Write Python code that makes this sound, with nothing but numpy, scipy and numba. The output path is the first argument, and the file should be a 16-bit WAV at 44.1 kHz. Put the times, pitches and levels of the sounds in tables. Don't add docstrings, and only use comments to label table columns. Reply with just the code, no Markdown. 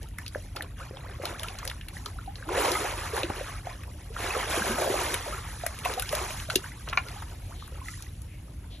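import sys
import numpy as np
from scipy import signal
from scipy.fft import rfft, irfft, next_fast_len
from scipy.io import wavfile
from scipy.ndimage import uniform_filter1d
from numba import njit

SR = 44100
rng = np.random.default_rng(int(sys.argv[2]) if len(sys.argv) > 2 else 0)


def wav_out(sig):
    wavfile.write(sys.argv[1], SR, np.round(np.clip(np.atleast_2d(sig).T, -1, 1) * 32767).astype(np.int16))


N = 388079
WATER_PAN_DB = -2
ANTIPHASE = np.array([[1], [-1]])


def undb(db):
    return 10 ** (np.asarray(db) / 20)


def level(x, db):
    return x * undb(db) / np.sqrt(np.mean(x ** 2))


def crest(x, db):
    return x * undb(db) / np.sqrt(uniform_filter1d(x ** 2, SR // 1000).max())


def colour(x, curve):
    size = next_fast_len(x.shape[-1])
    hz, db = np.transpose(curve)
    bin_hz = np.arange(size // 2 + 1) * SR / size
    gain = undb(np.interp(np.log(bin_hz + 1), np.log(hz), db))
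    return irfft(rfft(x, size) * gain, size)[..., :x.shape[-1]]


def band(x, lo_hz, hi_hz, order=2):
    sos = signal.butter(order, [lo_hz, min(hi_hz, .45 * SR)], "band", fs=SR, output="sos")
    return signal.sosfilt(sos, x)


def drift(rate_hz):
    hold = int(SR / rate_hz)
    steps = np.repeat(rng.standard_normal(N // hold + 1), hold)
    return 1.38 * uniform_filter1d(uniform_filter1d(steps, hold), hold)[:N]


@njit
def ring(onset_s, hz, t60, rise, left, right, lead_rad, attack):
    out = np.zeros((2, N))
    for k in range(len(onset_s)):
        span, start = t60[k] * SR, int(onset_s[k] * SR)
        phasor = 1 + 0j
        step = np.exp(2j * np.pi * hz[k] / SR - np.log(1000) / span)
        bend = np.exp(2j * np.pi * hz[k] * rise[k] / SR / span)
        left_turn = np.exp(1j * lead_rad[k])
        for i in range(min(int(.8 * span), N - start)):
            tone = phasor * min(i / (attack * span), 1.)
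            out[0, start + i] += left[k] * (tone * left_turn).imag
            out[1, start + i] += right[k] * tone.imag
            phasor *= step
            step *= bend
    return out


def traffic():
    # f/Hz, relative density/dB
    spectrum = [(13, -36), (28, -17), (45, 3), (90, -0.5), (130, -6.5), (210, -17.5), (320, -21),
                (500, -65)]
    return level(colour(rng.standard_normal(N), spectrum), db=-37) * undb(0.096 * drift(0.24))


def motor():
    hz = 95.4 * (1 + 0.01514 * drift(2.7))
    return np.sin(2 * np.pi * np.cumsum(hz) / SR) * undb(-45 + drift(28.0))


def outdoor_hiss():
    # f/Hz, relative density/dB
    spectrum = [(250, 4.5), (500, -6), (1000, -13.5), (2500, -9), (6000, -27), (13000, -22)]
    mid, side = colour(rng.standard_normal((2, N)), [(100, -36)] + spectrum)
    return level(mid + 1.3 * side * ANTIPHASE, db=-52.5) * undb(1.5 * drift(1.667))


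def fence_echo(x, t60=0.11, predelay_s=.004, send_db=-7):
    t = np.arange(int(.3 * SR)) / SR
    mid, side = rng.standard_normal((2, len(t)))
    tail = (mid + side * ANTIPHASE) * np.exp(-t * np.log(1000) / t60) * (t > predelay_s)
    tail /= np.sqrt(np.sum(tail ** 2, axis=1, keepdims=True))
    return undb(send_db) * signal.fftconvolve(band(x, 136, 3730, order=1), tail, axes=1)[:, :N]


def bucket(fade_s=0.013):
    # start/s, end/s, resonance/Hz, level/dB
    rustles = [(7.54, 7.68, 3580, -51), (8.272, 8.41, 2350, -59.5), (8.694, 8.817, 3480, -55)]
    out, t = 0, np.arange(N) / SR
    for start, end, hz, db in rustles:
        touch = np.clip(np.minimum(t - start, end - t) / fade_s, 0, 1) * undb(3.9 * drift(70))
        out = out + touch * level(band(rng.standard_normal(N), 0.84 * hz, 1.22 * hz), db)
    return out * undb([[1.5], [-1.5]])


def knocks():
    # t/s, level/dB
    blows = [(6.928, -22), (6.974, -15), (6.981, -22)]
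    # f/Hz, gain/dB, t60/s
    modes = [(793, -11.5, 0.061), (1120, 0, 0.028), (1450, 2, 0.026), (1730, -3, 0.03), (2210, 1, 0.035),
             (2360, 0, 0.029), (2720, -10, 0.043)]
    hz, mode_db, t60 = np.tile(np.transpose(modes), len(blows))
    onset_s, blow_db = np.repeat(np.transpose(blows), len(modes), axis=1)
    detune, accent = rng.standard_normal((len(hz), 2)).T
    gain = undb(mode_db + blow_db + 2.5 * accent)
    zero = np.zeros(len(hz))
    return ring(onset_s, hz * (1 + 0.058 * detune), t60, zero, gain, gain, zero, attack=0.025)


def bloops():
    # t/s, length/s, first f/Hz, last f/Hz, peak/dB
    cavities = [(0.801, 0.027, 1110, 1640, -36.5), (1.035, 0.044, 597, 2210, -42),
                (1.242, 0.026, 930, 1650, -33.5), (1.336, 0.032, 952, 2020, -37.5),
                (2.467, 0.08, 291, 423, -29.5), (2.837, 0.03, 595, 915, -29.5),
                (5.323, 0.026, 1140, 1453, -29), (7.495, 0.04, 523, 1870, -42.5)]
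    out = np.zeros(N)
    for onset_s, length_s, first_hz, last_hz, db in cavities:
        progress = np.linspace(0, 1, int(length_s * SR))
        hz = first_hz * (last_hz / first_hz) ** progress
        envelope = undb(db) * np.sin(np.pi * progress) ** .5
        i = int(onset_s * SR)
        out[i:i + len(hz)] += envelope * np.sin(2 * np.pi * np.cumsum(hz) / SR)
    return out * undb([[WATER_PAN_DB / 2], [-WATER_PAN_DB / 2]])


def air_pockets():
    # t/s, f/Hz, level/dB, t60/s
    pockets = [(0.182, 1690, -33.5, 0.11), (0.349, 1570, -16, 0.0097), (0.357, 540, -14, 0.022),
               (0.569, 1280, -20, 0.014), (0.608, 1720, -14.5, 0.0074), (0.809, 520, -37, 0.11),
               (0.91, 392, -22, 0.014), (0.93, 520, -34, 0.12), (1.199, 504, -24, 0.04),
               (1.236, 573, -19, 0.028), (1.42, 620, -31, 0.11), (1.443, 1295, -24.5, 0.048),
               (1.5, 750, -34, 0.081), (1.968, 1820, -24, 0.016), (2.062, 1200, -20, 0.017),
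               (2.187, 1320, -25, 0.026), (2.275, 755, -25.5, 0.091), (2.426, 1520, -26, 0.021),
               (2.578, 538, -11, 0.052), (2.68, 475, -14, 0.063), (2.752, 2000, -18, 0.039),
               (2.75, 1210, -20.5, 0.1), (3.133, 432, -17.5, 0.079), (3.232, 527, -17.5, 0.032),
               (3.238, 326, -20, 0.1), (3.301, 300, -13, 0.0093), (3.41, 530, -18.5, 0.038),
               (3.67, 687, -18, 0.027), (4.101, 432, -32.5, 0.11), (4.165, 1290, -16, 0.016),
               (4.303, 2450, -20, 0.046), (4.35, 1270, -17, 0.034), (4.365, 440, -15, 0.048),
               (4.62, 1530, -14, 0.027), (4.61, 192, -21, 0.052), (4.692, 220, -23.5, 0.17),
               (4.787, 660, -14.5, 0.028), (4.82, 630, -11.5, 0.035), (4.845, 606, -21, 0.032),
               (4.876, 580, -9, 0.021), (4.94, 586, -12.5, .04), (4.9, 363, -12.5, 0.046),
               (5.274, 563, -25, 0.087), (5.636, 655, -17, 0.039), (5.664, 625, -19.5, 0.037),
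               (5.855, 680, -13, 0.048), (5.859, 1005, -12.5, 0.027), (5.9, 470, -20, 0.038),
               (5.928, 1160, -29, 0.043), (6.024, 1410, -22, 0.041), (6.3, 600, -30, 0.095),
               (5.967, 475, -26, 0.11), (5.975, 728, -18.5, 0.083), (6.131, 577, -11.5, 0.043),
               (6.211, 356, -24.5, 0.11), (6.487, 616, -24, 0.066), (6.501, 1390, -12, 0.016),
               (6.559, 348, -9.5, 0.034), (6.642, 1520, -23, 0.019), (6.66, 1750, -26, 0.015),
               (6.875, 1060, -33, 0.024), (6.718, 1920, -30.5, 0.029), (6.933, 1060, -21, 0.035),
               (7.06, 1370, -35, 0.11), (7.721, 470, -33, 0.029), (7.16, 787, -31, 0.074),
               (7.221, 975, -34, 0.055), (7.624, 1120, -27, 0.017), (7.815, 1010, -30, 0.05),
               (7.858, 1900, -33, 0.022), (7.884, 1930, -25, 0.023), (7.884, 1270, -34, 0.082),
               (7.938, 1860, -33, 0.032), (8.065, 1890, -35.5, 0.026)]
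    onset_s, hz, db, t60 = np.transpose(pockets)
    rise, in_phase = np.full(len(hz), 0.29), np.zeros(len(hz))
    left, right = undb(db + WATER_PAN_DB / 2), undb(db - WATER_PAN_DB / 2)
    return ring(onset_s, hz, np.clip(t60, .01, .4), rise, left, right, in_phase, attack=0.055)


def slaps(fade_in_s=.004, smack_cycles=1.55, spatter_s=0.00076, spread=1.383):
    # t/s, smack level/dB, spatter level/dB, smack centre/Hz
    hits = [(0.03, -42.5, -42, 5260), (0.087, -54, -47, 5580), (0.185, -28.5, -34, 1600),
            (0.264, -30, -42, 3620), (0.28, -29, -34, 4100), (0.562, -34, -35, 2610),
            (0.566, -26, -47, 3640), (0.623, -28.5, -32.5, 3350), (0.971, -35, -65, 2620),
            (1.221, -37, -59, 1980), (1.255, -23, -28.5, 3640), (1.396, -29, -36.5, 3800),
            (1.433, -25.5, -28.5, 2570), (1.485, -26, -40, 3300), (1.555, -39, -49, 2400),
            (1.588, -30.5, -39, 5070), (1.629, -30, -59, 1366), (1.652, -30.5, -30, 1700),
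            (1.677, -23, -28.5, 4300), (1.699, -28, -36, 3120), (1.713, -30.5, -46, 1500),
            (1.812, -33.5, -62, 2530), (1.885, -32, -35, 2980), (2.06, -25.5, -33.5, 4140),
            (2.357, -31.5, -62, 3670), (2.489, -24, -40, 955), (2.718, -20, -24.5, 4550),
            (3.165, -24.5, -32, 1180), (3.233, -19, -52, 3100), (3.299, -22.5, -54, 782),
            (3.67, -39, -47, 885), (3.835, -38, -46, 2000), (5.142, -19, -21, 2780),
            (5.665, -21.5, -20.5, 1700), (5.789, -34, -35.5, 3040), (5.85, -20.5, -30, 2580),
            (5.856, -23.5, -33, 2440), (5.938, -25.5, -35, 4000), (5.997, -23.5, -22, 3700),
            (6.023, -25.5, -24, 3020), (6.092, -23, -35, 3800), (6.126, -23, -30, 1210),
            (6.152, -23.5, -23, 4530), (6.305, -29, -43, 1950), (6.401, -29, -44.5, 2720),
            (6.5, -24, -31, 3330), (6.505, -22.5, -43, 3130), (6.557, -15.5, -37, 5300),
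            (6.558, -10.5, -15, 3550), (6.875, -29.5, -55, 985), (6.888, -30, -41, 3680),
            (6.898, -31.5, -47, 4200), (6.932, -25.5, -43, 2300), (6.974, -20, -48, 3730),
            (7.086, -31, -49, 3680), (7.222, -31, -41, 1010), (7.677, -42, -44, 1200),
            (7.884, -31.5, -48, 2000), (8.024, -35.5, -38, 5300), (8.219, -65, -41, 1210)]
    out, t = np.zeros((2, N)), np.arange(4096) / SR
    since_break = np.maximum(t - fade_in_s + 0.00095, 0)
    trail = undb(-10) * np.minimum(t / fade_in_s, 1) ** 2 * np.exp(-since_break / 0.0064)

    def envelope(decay_s):
        return (since_break / decay_s) ** 2 * np.exp(-since_break / decay_s) + trail

    for hit_s, smack_db, spatter_db, hz in hits:
        mid, side = rng.standard_normal((2, len(t)))
        smack = band(mid * envelope(smack_cycles / hz), hz / spread, hz * spread)
        spatter = band((mid + 0.5 * side * ANTIPHASE) * envelope(spatter_s), 4600, .45 * SR)
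        burst = crest(smack, smack_db) + crest(spatter, spatter_db)
        i = int((hit_s - fade_in_s) * SR)
        out[:, i:i + len(t)] += burst[:, :N - i]
    return out


def agitation(build_db=20.5):
    # t/s, gurgle/dB, fizz/dB, spray/dB
    ripples = [(0, -70, -58.5, -71), (2.3, -58.5, -55, -61), (3.9, -54.5, -56, -58),
               (5.698, -55.5, -45, -49), (6.8, -57, -55, -54), (7.5, -53.5, -57.5, -57.5),
               (8.1, -63, -69, -62), (8.8, -56.5, -61, -65)]
    # t/s, build-up/s, hold/s, gurgle/dB, fizz/dB, spray/dB
    sloshes = [(0.0, 0.014, 0.01, -53, -49, -58), (0.166, 0.015, 0.032, -56, -54.5, -56),
               (0.307, 0.016, 0.11, -51, -52, -53), (0.541, 0.014, 0.011, -38.5, -46.5, -53),
               (0.744, 0.045, 0.044, -51, -46, -53.5), (0.907, 0.03, 0.21, -48.5, -48, -58.5),
               (1.188, 0.039, 0.069, -37, -40, -47.5), (1.369, 0.023, 0.12, -49.5, -45.5, -50),
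               (1.572, 0.079, 0.055, -48.5, -49, -50.5), (1.906, 0.039, 0.018, -57, -47, -47.5),
               (2.037, 0.019, 0.0072, -46.5, -62, -53), (2.335, 0.023, 0.031, -53, -57.5, -57),
               (2.459, 0.072, 0.048, -27.5, -30.5, -41), (2.533, 0.051, 0.22, -29.5, -30, -35),
               (2.82, 0.034, 0.22, -40.5, -37.5, -44), (3.061, 0.1, 0.019, -32.5, -31.5, -40.5),
               (3.232, 0.058, 0.24, -45.5, -39, -48), (3.622, 0.043, 0.03, -46.5, -41.5, -53),
               (4.121, 0.083, 0.2, -32.5, -30.5, -39.5), (4.443, 0.059, 0.21, -32, -31, -36),
               (4.747, 0.039, 0.18, -27.5, -32, -36), (4.963, 0.038, 0.14, -33.5, -31, -36.5),
               (5.209, 0.058, 0.057, -39, -35, -42), (5.43, 0.064, 0.066, -51, -47.5, -50.5),
               (5.818, 0.034, 0.044, -34, -33, -40), (5.948, 0.031, 0.11, -61, -42.5, -46),
               (6.078, 0.049, 0.085, -37.5, -34.5, -38.5), (6.262, 0.023, 0.088, -52, -38.5, -41),
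               (6.476, 0.033, 0.03, -44.5, -43, -44.5), (6.616, 0.017, 0.03, -66, -45, -50.5),
               (6.852, 0.015, 0.054, -46.5, -43.5, -65.5), (7.035, 0.037, 0.12, -58, -46, -52),
               (7.587, 0.099, 0.13, -66, -53.5, -77), (7.796, 0.071, 0.085, -70, -47, -45.5)]
    # gurgle/(dB/s), fizz/(dB/s), spray/(dB/s)
    settle_rates = [135, 93.5, 109]
    t = np.arange(0, N + 64, 64) / SR
    ripple_s, *ripple_db = np.transpose(ripples)
    power = np.array([undb(np.interp(t, ripple_s, db)) ** 2 for db in ripple_db])
    for start, build, hold, *db in sloshes:
        top = start + build
        attack_db = build_db * np.maximum(top - t, 0) / build
        release_db = np.outer(settle_rates, np.maximum(t - top - hold, 0))
        power += undb(np.array(db)[:, None] - attack_db - release_db) ** 2
    return [np.interp(np.arange(N) / SR, t, 10 * np.log10(layer)) for layer in power]


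def swarm(db, lo_hz, hi_hz, count, cycles, rise, scatter_db, width_db, calm_share, port_gap_s=.00005):
    when, size_a, size_b, place, life, loudness, chance = rng.random((count, 7)).T
    onset = (when * (N - 1)).astype(int)
    density = np.clip(undb(db - db.max() + 12.5), calm_share, 1)[onset]
    accent_db = np.minimum(-scatter_db * np.log(1 - loudness), 3.9 * scatter_db)
    gain = (chance < density) / np.sqrt(density) * undb(accent_db)
    gain *= undb(db)[onset] / np.sqrt(np.mean(gain ** 2))
    hz = lo_hz * (hi_hz / lo_hz) ** ((size_a + size_b) / 2)
    t60 = cycles * (0.55 + 2.19 * life ** 2) / hz
    gain /= np.sqrt(count * SR / N * np.mean(t60) / 40)
    bearing = 2 * place - 1
    pan_db = WATER_PAN_DB + width_db * bearing
    left, right = gain * undb(pan_db / 2), gain * undb(-pan_db / 2)
    lead_rad = 2 * np.pi * np.minimum(hz, 3500) * port_gap_s * bearing
    return ring(onset / SR, hz, t60, rise * life, left, right, lead_rad, attack=0.052)


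def stirred_water():
    gurgle_db, fizz_db, spray_db = agitation()
    clumps = drift(30)
    gurgle = swarm(gurgle_db + 1.8 * clumps, lo_hz=255.8, hi_hz=1497, count=12000,
                   cycles=14.1, rise=0.31, scatter_db=5.0, width_db=6.5, calm_share=.6)
    fizz = swarm(fizz_db + 1.8 * clumps, lo_hz=658.0, hi_hz=6360, count=18000,
                 cycles=25.3, rise=0.43, scatter_db=2.0, width_db=3, calm_share=.2)
    spray = swarm(spray_db + 0.86 * clumps, lo_hz=2670, hi_hz=19440, count=60000,
                  cycles=78, rise=0.063, scatter_db=-0.5, width_db=-4.5, calm_share=0.35)
    return gurgle + fizz + spray


def scene():
    near = stirred_water() + air_pockets() + bloops() + slaps() + knocks() + bucket()
    return near + fence_echo(near) + traffic() + motor() + outdoor_hiss()


def record(dry, left_trim_db=0.96, top_hz=14650):
    # f/Hz, left phase lead/rad
    port_phase = [(200, 0), (750, -.9), (1750, 0), (3100, 1.2), (4100, 1.6), (4800, 3.1), (5700, 6.2),
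                  (6400, 6.3), (8200, 9.3), (9400, 9.5), (10000, 13), (11000, 15.7), (12200, 18.8)]
    # f/Hz, side gain/dB
    width = [(60, -30), (150, -24), (320, -6.5), (500, -3), (1100, 3.5), (1750, -37), (2500, -3),
             (4800, -0.5), (9000, 2), (12000, -1)]
    # f/Hz, gain/dB
    mic_eq = [(20, -4.5), (5000, -3), (7300, -0.5), (9000, -1.5), (10200, 8), (12300, 2.5), (13200, -36),
              (14200, -31)]
    size = next_fast_len(N)
    hz, lead_rad = np.transpose(port_phase)
    turn = np.exp(.5j * np.interp(np.arange(size // 2 + 1) * SR / size, hz, lead_rad))
    left, right = irfft(rfft(dry, size) * np.array([turn, 1 / turn]), size)[:, :N]
    left = left * undb(left_trim_db)
    mid, side = (left + right) / 2, colour((left - right) / 2, width)
    stereo = colour(np.array([mid + side, mid - side]), mic_eq)
    return signal.sosfilt(signal.ellip(8, .2, 70, top_hz, fs=SR, output="sos"), stereo)


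dry = scene()
out = record(dry)
wav_out(out)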